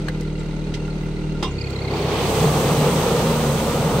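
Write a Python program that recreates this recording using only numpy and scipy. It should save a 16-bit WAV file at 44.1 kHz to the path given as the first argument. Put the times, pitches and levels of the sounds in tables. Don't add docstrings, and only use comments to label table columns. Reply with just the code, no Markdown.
import sys
import numpy as np
from scipy import signal
from scipy.fft import rfft, irfft
from scipy.io import wavfile
from scipy.ndimage import uniform_filter1d, map_coordinates

SR = 44100
rng = np.random.default_rng(int(sys.argv[2]) if len(sys.argv) > 2 else 0)


def digitize_waveform(pressure):
    field = np.atleast_2d(pressure).T
    bounded = np.clip(field, -1, 1)
    quanta = np.round(bounded * 32767).astype(np.int16)
    wavfile.write(sys.argv[1], SR, quanta)


N = 176400
T = np.arange(N) / SR

# (t/s, f/Hz)
FIRING_RATE = [(0, 38.6), (.75, 38.2), (1.28, 38.6), (1.37, 37.8), (1.5, 35.0), (1.64, 33.8), (2.2, 33.8),
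               (2.5, 34.9), (2.9, 36.0), (3.25, 35.7), (3.65, 35.2), (4, 35.5)]
# (firing rate multiple, level/dB)
FREE_NOTE = [(1, -0.5), (2, -11.5), (3, -15.5), (4, 2), (5, -3.5), (6, -14.5), (7, -23), (8, -7),
             (9, -14.5), (10, -19.5), (11, -17), (12, -19.5), (13, -20.5), (14, -33)]
LOAD_NOTE = [(1, -11), (2, 2), (3, 1.5), (4, 2), (5, -5), (6, -21), (7, -11.5), (8, -21.5), (9, -13.5),
             (10, -7), (11, -19), (12, -15), (13, -12), (14, -6)]
DRONE_NOTE = [(1, -38.5), (2, -34.5), (4, -26)]
# (f/Hz, level/dB)
CLATTER_SPECTRUM = [(25, -26), (60, 1), (170, 2.5), (300, -3.5), (480, -0.5), (720, -13), (880, -10),
                    (1100, -19.5), (1400, -12), (1700, -21.5), (2100, -17.5), (3300, -21), (4300, -22.5),
                    (6400, -29.5), (8200, -32.5), (11000, -37.5), (15500, -49)]
# (f/Hz, level/dB, t60/s)
BLOCK_RINGS = [(900, 2.5, 0.044), (1392, -1.5, 0.11), (2030, -1, 0.056), (2416, -6, 0.056),
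               (2770, -4, 0.083), (3410, -13, 0.044), (3860, -2.5, .04), (4260, -4, .05), (6420, -11, .04)]
# (f/Hz, level/dB)
BREEZE_SPECTRUM = [(15, -7), (35, -10), (70, -3.5), (120, -7), (300, -3), (1000, -67)]
# (t/s, level/dB, t60/s)
SNAP = (.0838, -20.5, 0.045)
TICKS = [(.209, -35.5, .03), (.231, -49, .04), (1.705, -38, .025)]
# (f/Hz, level/dB)
SNAP_SPECTRUM = [(300, -14), (900, -14), (1300, -7.5), (1700, 4), (2200, -15), (4200, -12.5), (6000, -26),
                 (8200, -26), (15500, -35)]
TICK_SPECTRUM = [(1500, -16), (5000, 3), (8000, -3), (11000, -4), (15500, -9)]
SWISH_SPECTRUM = [(800, -25), (2000, -1), (3100, 2), (5000, -2), (8000, -14), (11000, -23), (15500, -35)]
RUSTLE_SPECTRUM = [(2000, -8), (5000, -2), (10000, -9), (13000, -4), (15500, 2)]
# (t/s, f/Hz, level/dB)
SQUEAKS = [(.398, 7450, -42), (1.487, 7550, -47), (1.516, 7000, -43.5)]
# (t/s, level/dB)
CLUNK_HITS = [(1.426, -1), (1.433, -8.5), (1.444, -2.5)]
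# (f/Hz, level/dB, t60/s)
CLUNK_RINGS = [(346, -0.5, 0.15), (761, -10, 0.23), (1037, -1, 0.19), (1124, -4, .12), (2050, -12, 0.23),
               (2430, -24, 0.35), (2820, -9, 0.38), (3270, -4, 0.15), (3636, -4, 0.15), (3710, -20, 0.2),
               (5000, -6, 0.081), (5740, -13.5, 0.29)]
# (f/Hz, level/dB)
CRASH_SPECTRUM = [(150, -6), (350, 4.5), (1100, -0.5), (1600, -10.5), (3400, -8.5), (5500, -15),
                  (8300, -20.5), (12000, -29), (15500, -40)]
# (t/s, level/dB)
SLIP_LEVEL = [(0, -100), (1.46, -62), (1.59, -39.5), (1.78, -40), (1.95, -37), (2.25, -46), (2.6, -53),
              (4, -91)]
# (f/Hz, width/Hz, level/dB)
SLIP_TONES = [(2130, 56.3, -2.5), (2440, 50, -1.5), (4370, 150, 0), (7100, 200, -15)]
# (t/s, rumble level/dB, rush level/dB, high air level/dB)
FAN_LEVELS = [(0, -83, -80, -80), (1.4, -62, -70, -63), (1.7, -42, -41, -47.5), (1.85, -41, -31.5, -44.5),
              (1.97, -27, -25.5, -35), (2.2, -33, -23, -30.5), (2.4, -21.5, -20.5, -31),
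              (2.58, -23, -21, -31.5), (2.9, -22, -21, -31), (3.2, -24, -22, -31.5),
              (3.55, -21, -23.5, -35), (3.75, -23.5, -22, -34.5), (4, -20.5, -22.5, -34)]
# (f/Hz, level/dB)
RUMBLE_SPECTRUM = [(20, -39), (45, -18), (100, -17.5), (125, -7), (150, 2), (178, -5), (212, -14.5),
                   (300, -20), (600, -44)]
RUSH_SPECTRUM = [(100, -23), (200, -5), (270, -4), (320, -7), (400, -1), (460, 4), (520, 0.5), (620, -6.5),
                 (740, -6.5), (900, -5.5), (1040, -10.5), (1200, -8.5), (1500, -18.5), (2500, -36),
                 (6000, -56.5)]
AIR_SPECTRUM = [(600, -12.5), (1400, -2.5), (2300, -1), (3300, 0), (4500, -5), (7000, -15), (15500, -28)]
# (t/s, pitch ratio)
RUSH_PITCH = [(1.5, .85), (2.1, .9), (2.55, 0.95), (2.9, 1.002), (3.5, 1.03), (4, 1.027)]
# (t/s, level/dB)
SPRAY_LEVEL = [(0, -95), (1.85, -85), (1.96, -62), (2.12, -44), (2.3, -33.5), (2.6, -32.5), (3.2, -34),
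               (3.7, -35), (4, -37)]
# (f/Hz, level/dB)
SPRAY_SPECTRUM = [(1500, -21), (4000, -3.5), (6300, 1), (8200, 0), (11000, -1.5), (13000, 0.5),
                  (15500, -7.5)]
# (f/Hz, share from 0 to 1)
STEREO_SPREAD = [(60, .06), (250, 0), (500, 0.1), (900, 0.34), (1400, 0.65), (2200, 0.77), (4000, 0.86),
                 (7000, 0.98)]
# (f/Hz, phase/rad)
MIC_LEAD = [(550, 0), (860, 0.19), (1600, 1.5), (2000, 0.75)]
# (f/Hz, left level/dB, right level/dB)
MIC_COLOUR = [(1000, 0.5, 0.5), (1430, -1, 2), (1800, 1.5, 0), (2540, 1, 1), (4100, -4.5, 3.5),
              (5740, -10.5, 3), (6460, -11, 6), (7210, -1, -0.5), (8040, 8, -16), (8920, 3, -10.5),
              (11000, -2.5, -5), (11800, -4.5, -5.5), (12800, -8, -3.5), (14500, -13, 5.5), (15700, -37, 4)]


def amp(db):
    return 10 ** (np.asarray(db) / 20)


def unit(x):
    return x / np.sqrt(np.mean(x ** 2))


def curve(rows, column=1):
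    rows = np.array(rows)
    return np.interp(T, rows[:, 0], rows[:, column])


def ramp(start_s, length_s):
    return np.clip((T - start_s) / length_s, 0, 1)


def swell(middle_s, width_s):
    return np.exp(-.5 * ((T - middle_s) / width_s) ** 2)


def burst(start_s, db, t60, attack_s=0.00037):
    age = np.maximum(T - start_s - attack_s, 0)
    return amp(db) * ramp(start_s, attack_s) * np.exp(-np.log(1000) * age / t60)


def wander(rate_hz):
    hold = int(SR / rate_hz)
    steps = np.repeat(rng.standard_normal(N // hold + 1), hold)
    return unit(uniform_filter1d(uniform_filter1d(steps, hold), hold)[:N])


def colour(x, rows, column=1):
    rows, size = np.array(rows), 2 * N
    hz = np.maximum(np.arange(N + 1) * SR / size, 1)
    gain = amp(np.interp(np.log(hz), np.log(rows[:, 0]), rows[:, column]))
    cepstrum = irfft(np.log(gain))
    cepstrum[1:N] *= 2
    cepstrum[N + 1:] = 0
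    return irfft(rfft(x, size) * np.exp(rfft(cepstrum)))[..., :N]


def noise(spectrum):
    mid, side = rfft(rng.standard_normal((2, N)))
    hz = np.arange(len(mid)) * SR / N
    angle = np.pi / 4 * np.interp(hz, *np.array(STEREO_SPREAD).T)
    pair = mid * np.cos(angle) + np.array([[1], [-1]]) * side * np.sin(angle)
    return unit(colour(irfft(pair, N), spectrum))


def bend_pitch(pair, ratios):
    place = np.cumsum(curve(ratios))
    return np.array([map_coordinates(x, [place], order=3, mode="mirror") for x in pair])


def pipe(cycles, note, spread):
    return unit(sum(amp(db + .12 * k * wander(34.4)) * np.cos(2 * np.pi * (k * cycles - spread * k ** 2))
                    for k, db in note))


def exhaust(cycles, free_db=-25.5, load_db=-27.5, recede_db=-10.5):
    cycles = cycles + .003 * wander(40)
    late = cycles - 0.306
    load = ramp(1.41, 0.19)
    away = ramp(2.6, 1)
    free = amp(free_db) * np.sqrt(1 - load) * pipe(cycles, FREE_NOTE, spread=0.0283)
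    loaded = amp(load_db + recede_db * away) * np.sqrt(load) * pipe(late, LOAD_NOTE, spread=0.0213)
    drone = sum(amp(db) * np.cos(2 * np.pi * k * late) for k, db in DRONE_NOTE)
    return free - loaded - drone * away


def clatter(cycles, db=-34.5, steady=3.7, decay_cycles=0.69):
    flare = unit(steady + np.exp(-(cycles % 1) / decay_cycles))
    return amp(db + 0.71 * wander(30.1)) * flare * noise(CLATTER_SPECTRUM)


def knock(cycles, level_db=-46.5, scatter_db=4, stray_s=.003):
    count, out = int(cycles[-1]), 0
    firing_times = np.interp(np.arange(count) + 1, cycles, T)
    for hz, db, t60 in BLOCK_RINGS:
        timing, strength, phase = rng.standard_normal((count, 3)).T
        at = (np.clip(firing_times + stray_s * timing, 0, T[-1]) * SR).astype(int)
        jolts = np.zeros((2, N), complex)
        jolts[:, at] = amp(db + scatter_db * strength) * np.exp(1j * np.array([phase, -phase]))
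        pole = np.exp((2j * np.pi * hz - np.log(1000) / t60) / SR)
        out = out + signal.lfilter([1], [1, -pole], jolts).imag
    return amp(level_db) * unit(out)


def hum(hz=396.8, db=-39):
    return amp(db + 1.4 * wander(9.96)) * np.sin(2 * np.pi * hz * T + 0.39 * wander(8))


def breeze(db=-40.5):
    return amp(db + 1.9 * wander(4.27)) * unit(colour(rng.standard_normal((2, N)), BREEZE_SPECTRUM))


def undergrowth():
    snap = burst(*SNAP) * noise(SNAP_SPECTRUM)
    ticks = sum(burst(*tick) for tick in TICKS) * noise(TICK_SPECTRUM)
    swish = burst(.737, db=-30, t60=0.1, attack_s=0.0051) * noise(SWISH_SPECTRUM)
    rustle = amp(-58) * swell(1.03, width_s=.025) * noise(RUSTLE_SPECTRUM)
    return snap + ticks + swish + rustle


def squeaks(fall_hz_per_s=15000, wobble_hz=150):
    out = 0
    for at, hz, db in SQUEAKS:
        pitch = hz - fall_hz_per_s * np.clip(T - at, -.03, .03) + wobble_hz * wander(700)
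        out = out + amp(db) * swell(at, width_s=0.0068) * np.sin(2 * np.pi * np.cumsum(pitch) / SR)
    return out


def clunk(db=-26, rattle_rad=.9, apart_hz=3200):
    rings = 0
    for start, hit_db in CLUNK_HITS:
        for hz, ring_db, t60 in CLUNK_RINGS:
            phase = rng.uniform(0, 2 * np.pi) + rng.standard_normal((2, 1)) * min(hz / apart_hz, 1)
            tone = np.sin(2 * np.pi * hz * T + phase + rattle_rad * wander(250))
            rings = rings + burst(start, db + hit_db + ring_db, t60) * tone
    crash = burst(CLUNK_HITS[0][0], db=-20.5, t60=0.14, attack_s=0.0022) * noise(CRASH_SPECTRUM)
    return rings + crash


def slipping_drive(cycles, lag_cycles=0.65, width_cycles=.15, scatter_db=3.5):
    out = 0
    for hz, width_hz, db in SLIP_TONES:
        from_peak = (cycles - lag_cycles + .04 * wander(29.74) + .5) % 1 - .5
        pulse = np.exp(-.5 * (from_peak / width_cycles) ** 2)
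        rasp = 1.1 * np.array([wander(900), wander(900)])
        pitch = hz + width_hz * (rasp + 0.78 * wander(60))
        squeal = np.sin(2 * np.pi * np.cumsum(pitch, axis=1) / SR)
        out = out + amp(db) * unit(pulse * amp(scatter_db * wander(34)) * squeal)
    return unit(out) * amp(curve(SLIP_LEVEL))


def fan(cycles, blades_per_firing=6.42, blade_db=-28.5):
    depth = 0.18 * (1 - ramp(1.17, 0.93))
    throb = 1 + depth * np.cos(2 * np.pi * (cycles - .55))
    rumble = amp(curve(FAN_LEVELS, 1) + 0.98 * wander(12)) * noise(RUMBLE_SPECTRUM)
    rush = amp(curve(FAN_LEVELS, 2) + 0.78 * wander(35.05)) * bend_pitch(noise(RUSH_SPECTRUM), RUSH_PITCH)
    air = amp(curve(FAN_LEVELS, 3) + 0.72 * wander(29.7)) * noise(AIR_SPECTRUM)
    blade_gain = amp(blade_db + 1.5 * wander(7)) * ramp(2.29, 0.3)
    blade_tone = np.sin(2 * np.pi * blades_per_firing * cycles + 0.2 * wander(12))
    return throb * (rumble + rush) + air + blade_gain * blade_tone


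def nozzles():
    return amp(curve(SPRAY_LEVEL) + 0.24 * wander(16)) * noise(SPRAY_SPECTRUM)


def scene():
    cycles = np.cumsum(curve(FIRING_RATE)) / SR + .35
    tractor = exhaust(cycles) + clatter(cycles) + knock(cycles) + hum()
    small_sounds = breeze() + undergrowth() + squeaks()
    sprayer = clunk() + slipping_drive(cycles) + fan(cycles) + nozzles()
    return tractor + small_sounds + sprayer


def record(dry, top_hz=15750):
    hz = np.arange(N + 1) * SR / (2 * N)
    lead = np.interp(hz, *np.array(MIC_LEAD).T)
    left, right = irfft(rfft(dry, 2 * N) * np.exp(.5j * np.array([lead, -lead])))[:, :N]
    pair = np.array([colour(left, MIC_COLOUR, column=1), colour(right, MIC_COLOUR, column=2)])
    return signal.sosfilt(signal.ellip(12, .2, 80, top_hz, fs=SR, output="sos"), pair)


dry = scene()
out = record(dry)
digitize_waveform(out)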